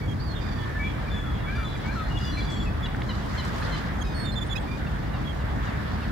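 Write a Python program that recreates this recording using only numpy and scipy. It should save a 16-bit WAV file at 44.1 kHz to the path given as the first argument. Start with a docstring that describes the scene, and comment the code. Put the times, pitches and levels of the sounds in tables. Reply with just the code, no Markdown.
"""Gulls cry at once over a harbour entrance, in mews, yelps and whistles, with short cackles later on.
Boats rumble low, their wash hisses on the shore, and a bright rustle of tall grass, blurred with far
gull voices, swells several times. Each call is a sum of harmonics with an unsteady pitch; boats, wash and
rustle are banded noise, the boats with motor tones added. Small dry ticks are decaying bursts of noise,
and stone breakwaters return a distinct echo and a thin tail."""
import sys
import numpy as np
from scipy import signal
from scipy.io import wavfile
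from scipy.ndimage import map_coordinates

SR = 44100
rng = np.random.default_rng(int(sys.argv[2]) if len(sys.argv) > 2 else 0)


def output_pcm(signal):
    """Save a mono or channel-first signal as 16-bit PCM at the path in sys.argv[1].

    Samples are clipped to [-1, 1] before scaling.
    """
    pcm = np.clip(np.atleast_2d(signal).T, -1, 1) * 32767
    wavfile.write(sys.argv[1], SR, np.round(pcm).astype(np.int16))


N = 269451
TIME = np.arange(N) / SR
CUTOFF_HZ = 15800  # no harmonic is sounded above this, and the final low-pass cuts here

# harmonics of a mew, from the fundamental up: relative level/dB
MEW_PARTIALS_DB = [-27, 0.5, -27, -25, -35, -40]
MEW_SAG = 0.038  # fall from start to end, as a share of the pitch


def from_db(db):
    """Decibels to amplitude gain: 20 dB is a factor of ten."""
    return 10 ** (np.asarray(db) / 20)


def rms_one(x):
    """Normalise mean power: scale to rms 1."""
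    return x / np.sqrt(np.mean(x ** 2) + 1e-20)


def at_hz(points, hz):
    """Interpolate a spectrum linearly on a log-frequency axis."""
    freqs, values = np.transpose(points)
    return np.interp(np.log(hz), np.log(freqs), values)


def drift(rate, size=N):
    """Random modulation: `rate` normal values a second, joined by curves if short, by lines at full length."""
    at = np.arange(size) * rate / SR + 2
    values = rng.standard_normal(int(at[-1]) + 4)
    return map_coordinates(values, [at], order=2 if size < N else 1, mode="nearest")


def band(x, low_hz, high_hz):
    """Butterworth band-pass: a maximally flat pass band."""
    sos = signal.butter(2, [low_hz, min(high_hz, .45 * SR)], "band", fs=SR, output="sos")
    return signal.sosfilt(sos, x)


def add(out, s, sound, pan_db):
    """Intensity panning: mix a mono sound in at time s, the left `pan_db` above the right."""
    start = max(round(s * SR), 0)
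    sound = sound[:N - start]
    sides = from_db(np.array([[.5], [-.5]]) * pan_db)
    out[:, start:start + len(sound)] += sound * sides / sides.mean()


def humps(rows):
    """Superpose Gaussian rises and dips in level, in dB."""
    return sum(db * np.exp(-((TIME - s) / width) ** 2) for s, width, db in rows)


def banded_noise(spectrum, flicker_db, flicker_rate):
    """Filtered noise: half-octave bands, each flickering on its own, partly correlated between ears; rms 1."""
    # likeness of the two ears: f/Hz, left-right correlation
    likeness = [(40, 0.97), (170, 0.95), (260, 0.78), (400, -0.22), (700, -0.03), (1500, 0.17),
                (9000, -0.027)]
    edges = 20 * 2 ** np.arange(0, 10.1, .5)
    white = rng.standard_normal((2, 2, N))
    out = 0
    for k, (low, high) in enumerate(zip(edges, edges[1:])):
        hz = np.sqrt(low * high)
        if spectrum[0][0] / np.sqrt(2) < hz < spectrum[-1][0] * np.sqrt(2):
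            mid, side = band(white[k % 2], low, high)
            alike = np.clip(at_hz(likeness, hz), -1, 1)
            gain = from_db(at_hz(spectrum, hz) + flicker_db * drift(flicker_rate))
            stereo = np.sqrt(1 + alike) * mid + np.sqrt(1 - alike) * side * [[1], [-1]]
            out = out + gain * stereo
    return rms_one(out)


def glide(length, hz, change, arch=0):
    """Frequency modulation of a note: a slide through `hz`, both ends lowered by the arch."""
    along = np.linspace(-.5, .5, int(length * SR))
    return hz * (1 + change * along - arch * (2 * along) ** 2)


def voice(pitch, partials_db, waver, rasp, flutter_db):
    """Harmonic synthesis of a syrinx: the pitch wavers slowly and jitters fast, and the strength flutters."""
    size = len(pitch)
    pitch = pitch * (1 + waver * drift(92.5, size) + rasp * drift(884, size))
    phase = 2 * np.pi * np.cumsum(pitch) / SR
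    tone = sum(from_db(db) * np.sin(k * phase + rng.uniform(0, 2 * np.pi))
               for k, db in enumerate(partials_db, 1) if k * pitch.mean() < CUTOFF_HZ)
    return tone * from_db(flutter_db * drift(122.6, size))


def swell(size, loudest, fullness):
    """Amplitude envelope of one effort: an arch with its top at the share `loudest`; rms 1."""
    top = np.clip(loudest, .1, .9)
    angle = np.interp(np.linspace(0, 1, size), [0, top, 1], [0, np.pi / 2, np.pi])
    return rms_one(np.abs(np.sin(angle)) ** fullness)  # a smaller exponent makes a fuller arch


def cry(pitch, partials_db, db, loudest):
    """A voiced call: quasi-periodic harmonics under a single arch of effort."""
    tone = voice(pitch, partials_db, waver=0.0042, rasp=0.0073, flutter_db=2.5)
    return from_db(db + 3.5) * tone * swell(len(pitch), loudest, fullness=0.29)


def boats(ear_lag_s=0.00079):
    """Periodic firing gives tones at multiples of a wandering rate in a broad rumble; the left ear lags."""
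    # exhaust and low wind: f/Hz, relative density/dB per Hz
    rumble = [(20, -37), (30, -31), (40, -0.5), (55, 1), (90, -3), (130, -4.5), (200, -9), (280, -13),
              (400, -21.5), (800, -32.5), (2000, -82)]
    # motor tones: multiple of the firing rate, mean level/dB
    motor_orders = [(3, -42.5), (4, -51), (5.1, -46)]
    firing_hz = 39.87  # mean
    sound = from_db(-28.5) * banded_noise(rumble, flicker_db=1.0, flicker_rate=9)
    for multiple, db in motor_orders:
        order_hz = multiple * firing_hz * (1 + 0.00843 * drift(4))
        phase = 2 * np.pi * np.cumsum(order_hz) / SR
        sound = sound + from_db(db + 2 * drift(2.17)) * np.sin(phase)
    return np.array([np.interp(TIME - ear_lag_s, TIME, sound[0]), sound[1]])


def shore(hump_hz=1950, hump_db=4, hollow_hz=2550, hollow_db=-4.0):
    """Turbulent wash is broadband noise, swelling as wakes reach the stones, with a spectral hump and hollow."""
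    # water along the shore: f/Hz, relative density/dB per Hz
    wash_spectrum = [(150, -10), (450, 2), (900, 3), (1750, -0.5), (2150, -7.5), (2600, -7.5),
                     (3600, -13.5), (5000, -26), (7000, -37), (10000, -37.5)]
    # swells and lulls: t/s, half width to 1/e /s, change/dB
    wash_swells = [(.1, 0.31, -3.5), (3.6, 0.38, 4.5), (5.8, 0.27, 2.5)]
    wash_db = -38  # before swells and lulls
    wash = banded_noise(wash_spectrum, flicker_db=2.0, flicker_rate=22)
    for hz, db in ((hump_hz, hump_db), (hollow_hz, hollow_db)):
        resonance = signal.lfilter(*signal.iirpeak(hz, 5, fs=SR), wash)
        wash = wash + (from_db(db) - 1) * resonance
    return from_db(wash_db + humps(wash_swells)) * rms_one(wash) * from_db([[-.55], [.55]])


def grass():
    """Amplitude-modulated noise: a bright grainy hiss that swells several times, some of it blurred gull voices."""
    # bright rustling hiss: f/Hz, relative density/dB per Hz
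    rustle = [(1500, -20), (3500, 1), (5400, 11), (7000, -15), (8500, -10), (12000, -13), (16000, -30)]
    # rises of the bright rustling hiss: t/s, half width to 1/e /s, rise/dB
    rises = [(1.65, .1, 3.5), (2.33, 0.34, 7), (3.53, 0.41, 12.5), (5.8, 0.32, 3)]
    level_db = -59.5 + humps(rises)
    grain = from_db(level_db + 2.4 * drift(260))  # quick uneven bursts
    return grain * banded_noise(rustle, flicker_db=3.5, flicker_rate=23) * from_db([[-1.0], [1.0]])


def yelps():
    """Timbre follows harmonic balance: lower cries, with more or less brass above the second harmonic."""
    # t/s, length/s, f/Hz, glide as a share of f, relative level/dB, overtone change/dB, left-right/dB
    yelp_notes = [(.01, 0.062, 1124, 0, -54, 0.5, -15), (0.792, 0.092, 1150, .05, -38.5, -25, 3.5),
                  (1.077, 0.022, 1170, 0.034, -47.5, -12, 2), (1.552, 0.096, 1170, -0.0097, -46.5, 1, 2),
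                  (1.751, 0.022, 1176, -0.025, -49.5, -3, 0), (2.369, 0.035, 1158, -0.031, -40, -13, 4),
                  (2.653, 0.043, 1290, -0.053, -47.5, -12, 4), (4.04, 0.105, 1240, -0.043, -57, 9.5, 1),
                  (4.554, 0.019, 1267, 0.044, -39, 1.5, -20), (4.674, 0.096, 1190, 0.03, -49.5, 0.5, -17)]
    # harmonics from the fundamental up: relative level/dB
    yelp_partials_db = [-19, 1.5, -10, -11.5, -20.5, -27.5, -30, -32, -32, -36]
    out = np.zeros((2, N))
    overtone = np.arange(len(yelp_partials_db)) >= 2
    for s, length, hz, change, db, brass_db, pan_db in yelp_notes:
        pitch = glide(length, hz, change, arch=-.014)
        partials_db = yelp_partials_db + brass_db * overtone
        add(out, s, cry(pitch, partials_db, db, loudest=.52), pan_db)
    return out


def breakwaters(x, t60=0.77, build_up_s=0.0033):
    """Diffuse reverberation: rough stone scatters a call into an exponential tail, different at each ear."""
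    t = TIME[:SR]
    decay = from_db(-60 * t / t60)
    tail = band(rng.standard_normal((2, SR)), 630, 5200) * decay * (1 - np.exp(-t / build_up_s))
    tail /= np.sqrt(np.sum(tail ** 2) / 2)
    return signal.fftconvolve(x[None], tail, axes=1)[:, :N]


def mews():
    """A dominant second harmonic carries these cries, whose pitch sags through each note."""
    # t/s, length/s, f/Hz, relative level/dB, left-right/dB
    mew_notes = [(0.074, 0.062, 1637, -50, -20), (0.324, .093, 1640, -53, -15),
                 (0.35, 0.051, 1800, -49.5, -17), (0.552, 0.26, 887, -49.5, -1),
                 (0.579, 0.076, 1683, -52.5, -17), (0.745, 0.093, 869, -42, 2),
                 (0.827, 0.095, 1690, -50, -15), (1.1, .11, 1734, -45.5, 4), (1.21, 0.18, 1687, -54, 6),
                 (1.436, 0.057, 1695, -52, -15), (1.641, 0.051, 1740, -46.5, 3),
                 (1.701, 0.065, 1727, -51.5, -13), (1.98, 0.1, 1760, -57, 3), (2.172, 0.02, 1687, -39.5, 4),
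                 (2.24, 0.084, 1716, -46, 3), (2.401, 0.024, 1687, -43.5, 4), (2.468, 0.119, 1680, -45, 6),
                 (2.598, 0.038, 1697, -40.5, 2), (2.828, 0.035, 1700, -41.5, 3),
                 (5.247, 0.077, 1647, -48, -23)]
    out = np.zeros((2, N))
    for s, length, hz, db, pan_db in mew_notes:
        pitch = glide(length, hz, -MEW_SAG, arch=.002)
        add(out, s, cry(pitch, MEW_PARTIALS_DB, db, loudest=0.45), pan_db)
    return out


def whistles():
    """Nearly sinusoidal high notes; the more the pitch is arched upward, the more it quavers."""
    # t/s, length/s, f/Hz, glide and arch as shares of f, relative level/dB, left-right/dB
    whistle_notes = [(.195, 0.098, 4710, 0.07, 0.053, -54, -22), (.275, 0.075, 4300, -0.036, 0, -51.5, -20),
                     (1.4, .03, 3810, -0.072, -0.0043, -56.5, -8),
                     (1.629, .18, 3910, -.04, -0.0094, -56, 1),
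                     (1.895, 0.23, 4140, -0.014, -0.0022, -58, 5),
                     (2.095, .23, 2870, 0.019, -0.0058, -46.5, 3),
                     (2.206, 0.14, 4800, -0.073, .015, -51.5, -7), (2.25, 0.16, 5860, .04, 0.0049, -62, 3),
                     (2.316, 0.133, 4100, -.012, 0.0057, -46.5, 3),
                     (2.495, .18, 7370, -.075, -0.036, -61.5, -4),
                     (3.995, .016, 8300, .3, -0.0092, -62, -6), (4.46, .026, 8700, .22, -.02, -59.5, -15),
                     (4.603, .03, 8100, -.08, 0, -61, -15)]
    # harmonics from the fundamental up: relative level/dB
    whistle_partials_db = [0.5, -29]
    quaver, quaver_per_s = .2, 62  # share of the arch, new random values a second
    out = np.zeros((2, N))
    for s, length, hz, change, arch, db, pan_db in whistle_notes:
        pitch = glide(length, hz, change, arch)
        pitch = pitch * (1 + quaver * max(arch, 0) * drift(quaver_per_s, len(pitch)))
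        add(out, s, cry(pitch, whistle_partials_db, db, loudest=0.3), pan_db)
    return out


def colony(count=10):
    """Distance weakens sound: birds farther off mew faintly at random pitches in the opening chorus."""
    low_hz, high_hz, length_s = 1110, 1790, 0.074
    chorus_end_s = 2.6  # the last moment a far cry may start
    out = np.zeros((2, N))
    for when, high, side in rng.random((count, 3)):
        pitch = glide(length_s, low_hz + high * (high_hz - low_hz), -MEW_SAG)
        far_cry = cry(pitch, MEW_PARTIALS_DB, -59.5, loudest=0.82)
        add(out, when * chorus_end_s, far_cry, pan_db=-8 * side)
    return out


def screeches():
    """Chaotic vibration of the syrinx: pitch jitter smears the harmonics into rasping, throbbing bands."""
    # t/s, length/s, f/Hz, level/dB before the arch, left-right/dB
    screech_notes = [(0.394, 0.14, 1204, -51, -18), (0.496, 0.15, 1154, -52.5, -24),
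                     (2.367, 0.15, 1171, -48.5, -1), (2.492, 0.22, 1110, -54, -1)]
    # throat resonances: f/Hz, relative level/dB
    screech_throat = [(1200, -24), (2400, 3.5), (3600, 4.5), (4700, 5.5), (5900, -8), (7200, -10),
                      (9500, -34)]
    pulse_hz, pulse_depth = 18, 0.33
    out = np.zeros((2, N))
    for s, length, hz, db, pan_db in screech_notes:
        size = int(length * SR)
        partials_db = at_hz(screech_throat, hz * np.arange(1, 9))
        tone = voice(np.full(size, hz), partials_db, waver=.01, rasp=.025, flutter_db=3)
        tone = tone * (1 - pulse_depth * np.cos(2 * np.pi * pulse_hz * TIME[:size]))
        add(out, s, from_db(db) * rms_one(tone) * swell(size, loudest=0.32, fullness=0.44), pan_db)
    return out


def wails(count=7):
    """A rising source moves its harmonics through fixed throat resonances, then breaks upward and sinks."""
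    # t/s, starting f/Hz, relative level of the climb/dB, relative level of the broken note/dB
    wail_notes = [(1.115, 835, -45.5, -45), (1.455, 750, -43, -41.5), (1.832, 730, -43, -37)]
    # throat resonances: f/Hz, relative level/dB
    wail_throat = [(750, -35), (1450, -2.5), (1720, 0), (2000, -19), (2300, 3), (2500, -15), (3300, -36),
                   (6000, -40)]
    climb_s, top_hz, pan_db = .122, 886, 4.5
    break_s, break_from_hz, break_to_hz, settle_s = 0.087, 1440, 1245, .033
    out = np.zeros((2, N))
    along = np.linspace(0, 1, int(climb_s * SR))
    settling = np.exp(-TIME[:int(break_s * SR)] / settle_s)
    broken = break_to_hz + (break_from_hz - break_to_hz) * settling
    for s, hz, climb_db, broken_db in wail_notes:
        pitch = hz + (top_hz - hz) * along ** 1.7  # climbs ever faster
        partials_db = [at_hz(wail_throat, (k + 1) * pitch) for k in range(count)]
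        add(out, s, cry(pitch, partials_db, climb_db, loudest=0.54), pan_db)
        add(out, s + climb_s, cry(broken, [-1, -21, -28, -43], broken_db, loudest=0.09), pan_db)
    return out


def slap(x, delay_s=.05):
    """Specular reflection: the nearest breakwater returns one distinct, delayed echo."""
    return from_db(-15) * np.array([np.interp(TIME - delay_s, TIME, ear, left=0) for ear in x])


def ticks(decay_s=0.0021):
    """Damped resonance: small dry knocks, each a noise burst that dies within milliseconds in one broad band."""
    # t/s, peak level/dB, f/Hz
    tick_events = [(1.183, -46, 6200), (2.187, -42, 6470), (2.947, -23.5, 1520), (3.018, -24, 1580),
                   (3.02, -29.5, 3300), (3.450, -38, 6460), (3.622, -27, 1490), (3.78, -42, 8200)]
    out = np.zeros((2, N))
    t = TIME[:SR // 50]
    for s, db, hz in tick_events:
        burst = rng.standard_normal(len(t)) * np.exp(-t / decay_s)
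        tick = band(band(burst, hz / 1.3, hz * 1.3), hz / 1.4, hz * 1.4)
        add(out, s, from_db(db) * tick / np.abs(tick).max(), pan_db=-3)
    return out


def cackles():
    """Source and filter: one gull's short note drops through throat resonances; the shorter, the hoarser."""
    # t/s, length/s, f/Hz, drop as a share of f, relative level/dB
    cackle_notes = [(2.855, 0.019, 960, 0.083, -36), (3.087, 0.038, 995, .1, -35),
                    (3.374, .044, 1030, 0.083, -34), (3.625, 0.016, 837, .02, -39),
                    (3.714, .056, 1018, 0.066, -36.5), (4.864, 0.02, 905, .06, -43),
                    (5.128, 0.048, 936, 0.14, -45), (5.39, .044, 936, 0.18, -49),
                    (5.659, 0.052, 920, 0.18, -44), (6.011, 0.041, 907, 0.18, -43.5)]
    # throat resonances: f/Hz, relative level/dB
    cackle_throat = [(1000, -5.5), (2000, -7.5), (2750, 1), (3500, -7.5), (4100, 0), (5000, -19),
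                     (8000, -34)]
    out = np.zeros((2, N))
    for s, length, hz, drop, db in cackle_notes:
        pitch = glide(length, hz, -drop)
        partials_db = [at_hz(cackle_throat, k * pitch) for k in range(1, 9)]
        rasp = .08 * np.exp(-length / 0.023)
        tone = voice(pitch, partials_db, waver=0.0042, rasp=rasp, flutter_db=1.5)
        effort = swell(len(pitch), loudest=.48, fullness=0.37)
        add(out, s, from_db(db - 4.5) * rms_one(tone) * effort, pan_db=1.0)
    return out


def chatter():
    """Subharmonic modulation: a near bird's shrill notes on the right throb every few cycles and buzz."""
    # t/s, length/s, f/Hz, relative level/dB, overtone change/dB, buzz depth (0-1)
    chatter_notes = [(4.011, 0.018, 3260, -44, 8.5, 0), (4.144, 0.12, 4364, -45.5, 3.5, .25),
                     (4.242, 0.073, 3590, -41, -3.5, 0.2), (4.317, 0.029, 4210, -43.5, -3.5, .3),
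                     (4.355, 0.042, 3500, -40, -5, .05), (4.407, .033, 3485, -40, 0, 0),
                     (4.498, 0.042, 3450, -37, -2, .1), (4.573, 0.015, 3390, -39.5, -3, 0.4)]
    # harmonics from the fundamental up: relative level/dB
    chatter_partials_db = [0, -15, -28.5, -34]
    sag, buzz_cycles = 0.018, 5  # share of the pitch, cycles of the voice in one throb
    out = np.zeros((2, N))
    overtone = np.arange(len(chatter_partials_db)) >= 1
    for s, length, hz, db, shrill_db, buzz in chatter_notes:
        pitch = glide(length, hz, -sag)
        throb = 1 + buzz * np.sin(2 * np.pi * np.cumsum(pitch) / (buzz_cycles * SR))
        partials_db = chatter_partials_db + shrill_db * overtone
        add(out, s, throb * cry(pitch, partials_db, db, loudest=0.7), pan_db=-12.5)
    return out


def scene():
    """Superposition of gulls, boats, water and rustle; stone doubles the wails and cackles over the channel."""
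    channel = wails() + cackles()
    gulls = channel + mews() + yelps() + whistles() + chatter() + screeches() + colony()
    echo = slap(channel) + from_db(-15) * breakwaters(gulls[0])
    return gulls + echo + boats() + shore() + grass() + ticks()


def record(dry, hiss_db=-60.5):
    """Band-limiting: the microphone adds a faint steady hiss and drops the deepest bass; the top is cut."""
    dry = dry + from_db(hiss_db) * rng.standard_normal(dry.shape)
    dry = signal.sosfilt(signal.butter(4, 29, "high", fs=SR, output="sos"), dry)
    return signal.sosfilt(signal.ellip(10, .1, 90, CUTOFF_HZ, fs=SR, output="sos"), dry)


dry = scene()
out = record(dry)
output_pcm(out)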